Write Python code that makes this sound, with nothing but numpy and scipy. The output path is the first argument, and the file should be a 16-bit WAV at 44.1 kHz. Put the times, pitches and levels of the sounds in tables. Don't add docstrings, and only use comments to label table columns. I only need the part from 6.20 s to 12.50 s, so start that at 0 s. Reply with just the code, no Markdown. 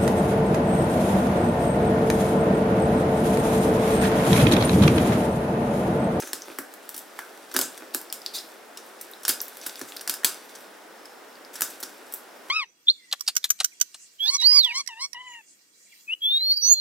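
import sys
import numpy as np
from scipy import signal
from scipy.fft import rfft, irfft
from scipy.io import wavfile
from scipy.ndimage import uniform_filter1d

SR = 44100
rng = np.random.default_rng(int(sys.argv[2]) if len(sys.argv) > 2 else 0)


def pcm_store(signal):
    levels = np.round(np.clip(np.atleast_2d(signal), -1, 1) * 32767)
    wavfile.write(sys.argv[1], SR, levels.astype(np.int16).T)


N = 277830

# pitch_hz, time_to_fall_60_db_s
ROOM_DECAY = [(200, 0.52), (600, 0.65), (1500, 0.33), (4000, 0.25), (9000, 0.25), (15000, 0.18)]
# pitch_hz, level_db
ROOM_COLOUR = [(150, -1), (400, 2), (1500, 2), (4000, -3.5), (8000, -2), (15000, -3.5)]
# delay_ms (varied a little at random), share (of the direct sound)
NEAR_ECHOES = [(.85, 0.41), (2.55, 0.023), (3.1, 0.21)]
# pitch_hz, relative_level_db (per Hz)
VENT_COLOUR = [(25, -18), (90, -16), (125, -13.5), (160, -15), (200, -5), (330, 2), (480, 2), (800, 0),
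               (1050, -3), (1500, -2), (2500, -10.5), (5000, -16), (7000, -17.5), (15800, -23.5)]
# pitch_hz, likeness (0 to 1)
VENT_LIKENESS = [(100, 0.65), (600, 0.59), (3000, 0.5), (7000, 0.46), (15000, 0.84)]
# pitch_hz (average), level_db
VENT_TONES = [(430, -67.5), (1443, -72.5), (1836, -70)]
# start_s, length_s, level_db
SHOVES = [(.015, 0.027, -38.5), (.06, 0.043, -49), (0.257, .09, -42.5), (1.339, 0.044, -35),
          (1.389, 0.044, -41), (1.598, 0.058, -44.5), (5.321, .06, -58), (5.418, 0.033, -58),
          (6.282, .03, -43.5)]
# start_s, level_db
THUDS = [(.024, -42), (.1338, -34.5), (0.3883, -29), (0.7471, -41), (0.9923, -44), (1.3473, -27),
         (1.3665, -22), (1.3927, -25), (1.4154, -29.5), (1.7502, -29.5), (3.093, -29), (3.4653, -37),
         (3.6161, -27.5), (3.8973, -35.5), (4.0475, -34), (5.4207, -34), (5.6296, -37.5)]
# pitch_hz, level_db, time_to_fall_60_db_s
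BOARD = [(127, -4, 0.13), (275.5, -6, 0.11), (346, 0.5, 0.031), (450, -2.5, 0.012), (570, -15, 0.021)]
# pitch_hz, level_db, time_to_fall_60_db_s
BLADE = [(1550, 11, 0.076), (2200, 10, 0.099), (3650, 4, 0.12), (3830, 10.5, 0.099), (4300, -14, 0.11),
         (5080, 6, 0.16), (7700, 1, 0.18), (7500, -33, 0.15), (7600, -48, 0.14), (8170, -14, 0.23),
         (10000, -6, .2), (12000, -2, .2), (12900, -16, .2), (13482, -18, .2)]
# start_s, pitch_hz, level_db, decay_ms (sets the time scale)
POPS = [(0.2206, 5850, -35, 0.3), (1.901, 5030, -40, 0.48), (2.0175, 5030, -42.5, .7),
        (2.0625, 4530, -25, 0.35), (2.1831, 4740, -35, .22), (2.1872, 5160, -32.5, 0.87),
        (2.9355, 3860, -41.5, .8), (3.2042, 5700, -29.5, 0.21), (3.4956, 4200, -36, 0.084),
        (3.557, 4520, -39, 0.21), (3.7217, 3240, -38.5, 0.27), (3.7691, 4550, -33.5, 0.32),
        (3.795, 4700, -41, 0.2), (4.8547, 5170, -44, 1.7), (5.155, 4530, -49, 0.38),
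        (5.249, 4940, -45.5, 0.44)]
# start_s, length_s, effort_db (at the start of the stroke)
STROKES = [(0.0, 0.56, -48), (0.61, 0.93, -49.5), (1.304, 0.62, -46), (1.963, 0.44, -51.5),
           (2.64, 0.46, -54), (3.095, 0.41, -47.5), (3.42, 0.6, -46.5), (4.105, 0.37, -47),
           (5.329, 0.24, -43), (5.567, 0.43, -51.5)]
# start_s, length_s, level_db, pitch_hz, fizz_db (relative to the rasp)
RASPS = [(0.0, 0.0067, -31, 6000, 10), (0.022, 0.1, -48.5, 6440, 3), (1.398, 0.026, -43, 3320, 17),
         (1.407, 0.043, -36, 7600, -3), (1.735, 0.019, -37, 4620, 5), (2.129, 0.055, -34, 4340, -1),
         (3.097, 0.013, -47, 4420, 3), (3.405, 0.039, -54, 5600, -7), (3.664, .044, -49, 7300, 11),
         (5.328, 0.023, -47, 7250, 11), (5.335, 0.071, -55.5, 1550, -13), (5.408, 0.033, -35.5, 7100, -10),
         (5.625, .014, -41, 5650, -7)]
# start_s, crumble_ms (sets the time scale), strength_db, brightness_db, knock_db (through the flesh)
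CRACKS = [(.0224, 1.5, -45, -9, -38), (.0733, 1, -40.5, -1, -43), (.1322, 0.54, -27, -1, -32.5),
          (.3868, 0.45, -33, 4.5, -31.5), (.5388, 0.39, -45, 3.5, -51), (.6916, .5, -36, 4, -46),
          (.7432, 1.8, -38, 0, -52), (.7638, 1.4, -39.5, 4, -57), (.7782, 0.93, -36, 4.5, -61),
          (.7916, .3, -42, 4, -64), (.9898, 1.1, -39, 1.5, -30.5), (1.3151, 1.1, -49, -8.5, -45),
          (1.341, 1, -34, 2.5, -45), (1.3459, 2.3, -40.5, -7, -32), (1.3645, 0.48, -19.5, 0, -23.5),
          (1.39, 0.37, -23, 2, -29.5), (1.4128, .9, -23.5, 0.5, -47), (1.577, 0.84, -41.5, -1, -44.5),
          (1.7472, 0.27, -25, 4, -33), (1.8138, 0.73, -42, 4, -51), (1.926, 0.17, -28.5, 1.5, -53),
          (2.5729, 0.97, -39, -4, -61), (2.812, 1.2, -37, 3.5, -66), (2.9137, .2, -49.5, 8, -51),
          (3.0328, 1.2, -42, 0, -59), (3.0513, 0.44, -29.5, -5.5, -34), (3.0808, 1.2, -21, 2, -28),
          (3.0914, 2.1, -18, 0.5, -54), (3.0989, 0.39, -42, 5, -33), (3.1068, 2, -33, 6, -45),
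          (3.2155, 0.17, -37, 13.5, -45), (3.2814, 0.39, -44.5, 7.5, -48), (3.3703, 0.6, -43.5, 5, -58),
          (3.4138, .9, -45, -6, -50), (3.4351, 2.6, -51, -9, -48), (3.4639, 2.4, -29, 2.5, -36),
          (3.5937, .3, -42, 3, -46), (3.6139, 1, -37, -3, -36.5), (3.765, 0.82, -40, 3, -46),
          (3.8102, 1.7, -37.5, -0.5, -44), (3.876, .8, -28, -1.5, -32.5), (3.8955, 1, -22.5, 0.5, -35),
          (3.9396, 0.48, -32, 1.5, -43), (4.0339, 1.5, -46, 0, -34.5), (4.0462, 0.73, -14.5, 1, -25),
          (4.351, 3.4, -44, -4, -47.5), (4.8548, 1.5, -51, -2, -63), (5.3555, 2.2, -37, -2, -42),
          (5.408, 0.53, -27.5, 4, -36), (5.4199, 0.22, -22, 3, -29.5), (5.5017, 1.8, -41, 3, -59),
          (5.602, 3.9, -41, 5, -62), (5.6278, 10, -32, -1, -39), (5.924, 1.3, -40.5, 5, -66),
          (5.938, 1.2, -34, 9, -65)]
# pitch_hz (for a bone that snaps at SNAP_HZ), level_db
SNAP = [(1400, -24.5), (2300, -2.5), (3300, -1), (4000, 0), (4500, 1.5), (5100, -5.5), (5800, -1),
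        (6800, -13.5), (9000, -42)]
# pitch_hz, level_db
CRISP = [(4500, -38), (6000, -5.5), (6700, -8), (7300, 0.5), (8300, 0.5), (9000, 0.5), (10500, 2),
         (12500, -22)]
# pitch_hz, level_db
FIZZ = [(8500, -36.5), (11000, -2.5), (13000, 0.5), (14500, 1), (15700, -7), (16800, -19)]
# pitch_hz, level_db
KNOCK = [(150, -33), (450, -16.5), (850, -9), (1100, -13.5), (1420, -5), (1650, 6.5), (1850, -5),
         (2080, -9.5), (2400, -15.5), (3400, -15), (6000, -55)]
# pitch_hz, level_db, time_to_fall_60_db_s
KNOCK_RING = [(1420, 0, .014), (1580, -1, .014)]
# pitch_hz, level_db
RUSTLE = [(150, -16.0), (330, -4.5), (600, -7.0), (1000, -19.5), (1550, -13.5), (2300, -18.5), (5000, -36)]
# pitch_hz, level_db
RASP_FIZZ = [(1500, -1), (6500, 10.5), (13000, 9), (16000, 3.5)]

CLUTTER_S = .007
VENT_DB = -47.5
EDGE_HZ = 16300
SNAP_HZ = 4500
BONE_HZ, BONE_DB, BONE_HZ_PER_DB = 5020, -20, -42
BONE_RING_S = 0.0053
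BITE_S, EASE_DB_PER_S, LET_GO_S, REST_DB = 0.013, -13, 0.041, -59
CLUMP_DB = 2.5
SNAP_BLADE_DB, SLIDE_BLADE_DB = -14, -22


def amp(db):
    return 10 ** (np.asarray(db) / 20)


def evened(x):
    return x / np.sqrt(np.mean(x ** 2) + 1e-20)


def unit(x):
    return x / np.sqrt(np.sum(x ** 2) + 1e-20)


def blow(sound, db):
    return amp(db) * np.sqrt(.005 * SR) * unit(sound)


def read(points, hz):
    point_hz, value = np.transpose(points)
    return np.interp(np.log(hz + 1), np.log(point_hz + 1), value)


def add(mix, s, sound):
    part = mix[round(s * SR):][:len(sound)]
    part += sound[:len(part)]


def colour(points, size=2048):
    log_gain = np.log(amp(read(points, abs(np.fft.fftfreq(size, 1 / SR)))))
    spectrum = np.exp(np.conj(signal.hilbert(log_gain)))
    return unit(np.fft.ifft(spectrum).real[:size // 2])


def ring(modes, stretch=1, size=16384, uneven_db=0):
    t = np.arange(size) / SR
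    total = np.zeros(size)
    for hz, db, t60 in modes:
        share = amp(db + uneven_db * rng.uniform(-1.7, 1))
        fading = np.exp(-np.log(1000) * t / t60)
        total += share * fading * np.sin(2 * np.pi * hz * stretch * t)
    return unit(total)


def drift(rate_hz):
    hz = np.fft.rfftfreq(N, 1 / SR)
    return evened(irfft(rfft(rng.standard_normal(N)) * np.exp(-(hz / rate_hz) ** 2), N))


def grains(size, per_s, spread_db):
    heights = amp(spread_db * np.minimum(rng.exponential(1, size), 4))
    signed = heights * rng.choice([-1, 1], size)
    return signed * (rng.random(size) < per_s / SR)


def fracture(crumble_ms, first=6.6, spread_db=4, size=512):
    ms = np.arange(size) * 1000 / SR
    run = evened(grains(size, 14000, spread_db)) * np.exp(-ms / max(crumble_ms, .1) / 2.96)
    run[0] += first
    return run


def near(x, clutter_db=-13.5, apart_db=-15):
    t = np.arange(SR // 30) / SR
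    apart = unit(rng.standard_normal(len(t)) * np.exp(-t / 0.00033))
    answer = amp(apart_db) * apart * np.array([[1], [-1]])
    clutter = rng.standard_normal(len(t)) * np.exp(-t / CLUTTER_S) * np.minimum(t / 0.0018, 1)
    answer += amp(clutter_db) * unit(clutter)
    answer[:, 0] += 1
    for ms, share in NEAR_ECHOES:
        answer[:, round(ms * rng.uniform(.85, 1.15) * SR / 1000)] += share
    return signal.oaconvolve(x[None], answer, axes=1)[:, :N]


def walls(x, likeness=0.79, lumpy_db=1.0, rise_s=0.0021):
    t = np.arange(SR // 2) / SR
    lumps = evened(amp(lumpy_db * drift(380)[:len(t)]))
    shared, apart = rng.standard_normal((2, len(t))) * lumps
    noise = np.sqrt((1 + likeness) / 2) * shared + np.sqrt((1 - likeness) / 2) * np.array([apart, -apart])
    hz, at, z = signal.stft(noise, SR, nperseg=256)
    fading = np.log(1000) / read(ROOM_DECAY, hz)[:, None]
    z = z * np.exp(-fading * at) * np.sqrt(2 * fading / SR)
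    z = z * amp(read(ROOM_COLOUR, hz))[:, None]
    answer = signal.istft(z, SR, nperseg=256)[1][:, :len(t)] * (1 - np.exp(-t / rise_s))
    return signal.oaconvolve(x[None], answer, axes=1)[:, :N]


def kitchen(x, wet_db):
    return near(x) + amp(wet_db) * walls(x)


def ventilation(patchy_db=0.44, waver_hz=3):
    hz = np.fft.rfftfreq(2048, 1 / SR)
    a, b, c, d, patches = rng.standard_normal((N // 512 + 5, len(hz), 5)).T
    patches = uniform_filter1d(patches, size=14, axis=0)
    patches = evened(uniform_filter1d(patches, size=8, axis=1))
    same = read(VENT_LIKENESS, hz)[:, None]
    mid, side = np.sqrt(1 + same) * (a + 1j * b), np.sqrt(1 - same) * (c + 1j * d)
    level_db = read(VENT_COLOUR, hz)[:, None] + patchy_db * patches
    z = np.array([mid + side, mid - side]) * amp(level_db)
    air = evened(signal.istft(z, nperseg=2048, noverlap=1536)[1][:, :N])
    tones = np.zeros(N)
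    for tone_hz, db in VENT_TONES:
        turns = np.cumsum(tone_hz + waver_hz * drift(21.6)) / SR
        tones += amp(db) * np.sqrt(2) * np.sin(2 * np.pi * turns)
    return amp(VENT_DB) * air + tones


def shoves(slips_per_s=1200, board_db=-5):
    out, body = np.zeros(N), amp(board_db) * ring(BOARD)
    add(body, 0, colour(RUSTLE))
    for s, length, db in SHOVES:
        size = round(length * SR)
        slips = grains(size, slips_per_s, 8.7) * signal.windows.tukey(size, .6)
        add(out, s, amp(db) * np.sqrt(size) * unit(signal.fftconvolve(slips, body)))
    return out


def thuds(level_db=1, detune=0.026):
    out = np.zeros(N)
    for s, db in THUDS:
        stretch = 1 + detune * rng.uniform(-1, 1)
        add(out, s, blow(ring(BOARD, stretch, size=8192, uneven_db=2), db + level_db))
    return out


def pops(glide=0.025, tick_db=-12):
    out, ms = np.zeros(N), np.arange(400) * 1000 / SR
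    for s, hz, db, decay_ms in POPS:
        age = ms / decay_ms
        turns = np.cumsum(hz * (1 + glide * (np.minimum(age, 4) - 1))) / SR
        add(out, s, blow(age * np.exp(-1.5 * age) * np.sin(2 * np.pi * turns), db))
        tick = np.convolve(fracture(decay_ms), colour(CRISP) + colour(FIZZ))
        add(out, s, blow(tick, db + tick_db))
    return out


def with_blade(x, blade_db):
    return x + amp(blade_db) * signal.oaconvolve(x, ring(BLADE, uneven_db=5))[:N]


def singing(level_db=-68):
    tone = signal.oaconvolve(grains(N, 600, 2), ring([(5270, 0, 0.016)]))[:N]
    return amp(level_db + 4 * np.tanh(drift(10))) * evened(tone)


def effort():
    out = np.full(N, amp(REST_DB))
    for s, length, db in STROKES:
        t = np.arange(round(length * SR)) / SR
        bite = np.minimum(t / BITE_S, 1)
        let_go = np.minimum((length - t) / LET_GO_S, 1)
        add(out, s, amp(db + EASE_DB_PER_S * t) * bite * let_go)
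    return out


def slicing(level_db=-6, tears_per_s=520, spread_db=4, sinews_per_s=14, sinew_db=-7):
    sinews = amp(sinew_db) * evened(grains(N, sinews_per_s, 1.6))
    tears = np.zeros(N)
    for kind, db in [(SNAP, 0), (CRISP, -1), (FIZZ, -2)]:
        clicks = evened(grains(N, tears_per_s, spread_db)) + sinews
        tears += amp(db) * signal.oaconvolve(clicks, colour(kind))[:N]
    return amp(level_db) * effort() * evened(tears * amp(CLUMP_DB * drift(7)))


def rasps(slips_per_s=5000, spread_db=1.5, width=1.28):
    out = np.zeros(N)
    for s, length, db, hz, fizz_db in RASPS:
        size = round(length * SR)
        slips = grains(size, slips_per_s, spread_db) * signal.windows.tukey(size, .8)
        band = signal.butter(4, [hz / width, hz * width], "bandpass", fs=SR, output="sos")
        body = signal.sosfilt(band, slips)
        fizz = np.convolve(slips, colour(RASP_FIZZ))[:size]
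        add(out, s, amp(db) * evened(evened(body) + amp(fizz_db) * evened(fizz)))
    return out


def cracks(count, first=1.6, treble_db=-1.23, crisp_db=0.8, knock_db=2.5, spread_db=0.6,
           knock_spread_db=-5.5, knock_first=8, ring_db=-8, bone_ring_db=-8):
    direct, spread = np.zeros((2, count, N))
    crisp, fizz = colour(CRISP), colour(FIZZ)
    knock = colour(KNOCK) + amp(ring_db) * ring(KNOCK_RING, size=1024)
    for k, (s, crumble_ms, db, bright_db, push_db) in enumerate(CRACKS):
        spot = k % count
        bone_hz = BONE_HZ + BONE_HZ_PER_DB * (db - BONE_DB)
        snap = colour([(hz * bone_hz / SNAP_HZ, level) for hz, level in SNAP])
        snap = snap + amp(bone_ring_db) * ring([(bone_hz, 0, BONE_RING_S)], size=1024)
        for level, pulse in [(db - bright_db, snap), (db + crisp_db, crisp), (db + bright_db, fizz)]:
            ragged = np.convolve(fracture(crumble_ms, first), pulse)
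            add(direct[spot], s, blow(ragged, level + treble_db))
            add(spread[spot], s, blow(pulse, level + treble_db + spread_db))
        compact = np.convolve(fracture(crumble_ms, knock_first), knock)
        add(direct[spot], s, blow(compact, push_db + knock_db))
        add(spread[spot], s, blow(knock, push_db + knock_db + knock_spread_db))
    return direct, spread


def scene(edge_db=-2.5, board_db=-2, board_cut_hz=215):
    blows = thuds() + shoves()
    bass_cut = signal.butter(4, board_cut_hz, "highpass", fs=SR, output="sos")
    board = signal.sosfilt(bass_cut, blows) + amp(-14.5) * blows
    edge = kitchen(pops(), wet_db=-1.5)
    sliding = with_blade(rasps() + slicing(), SLIDE_BLADE_DB) + singing()
    edge += kitchen(sliding, wet_db=3.5)
    for direct, spread in zip(*cracks(count=7)):
        edge += near(direct) + walls(with_blade(spread, SNAP_BLADE_DB))
    return ventilation() + amp(board_db) * kitchen(board, wet_db=-7.0) + amp(edge_db) * edge


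def record(dry):
    bass_cut = signal.butter(4, 165, "highpass", fs=SR, output="sos")
    thin = signal.sosfilt(bass_cut, dry) + amp(-23.0) * dry
    rounded = 1.2 * np.tanh(thin / 1.2)
    band_limit = signal.firwin(255, EDGE_HZ, window=("kaiser", 8), fs=SR)
    return signal.oaconvolve(rounded, band_limit[None], "same")


dry = scene()
out = record(dry)
pcm_store(out)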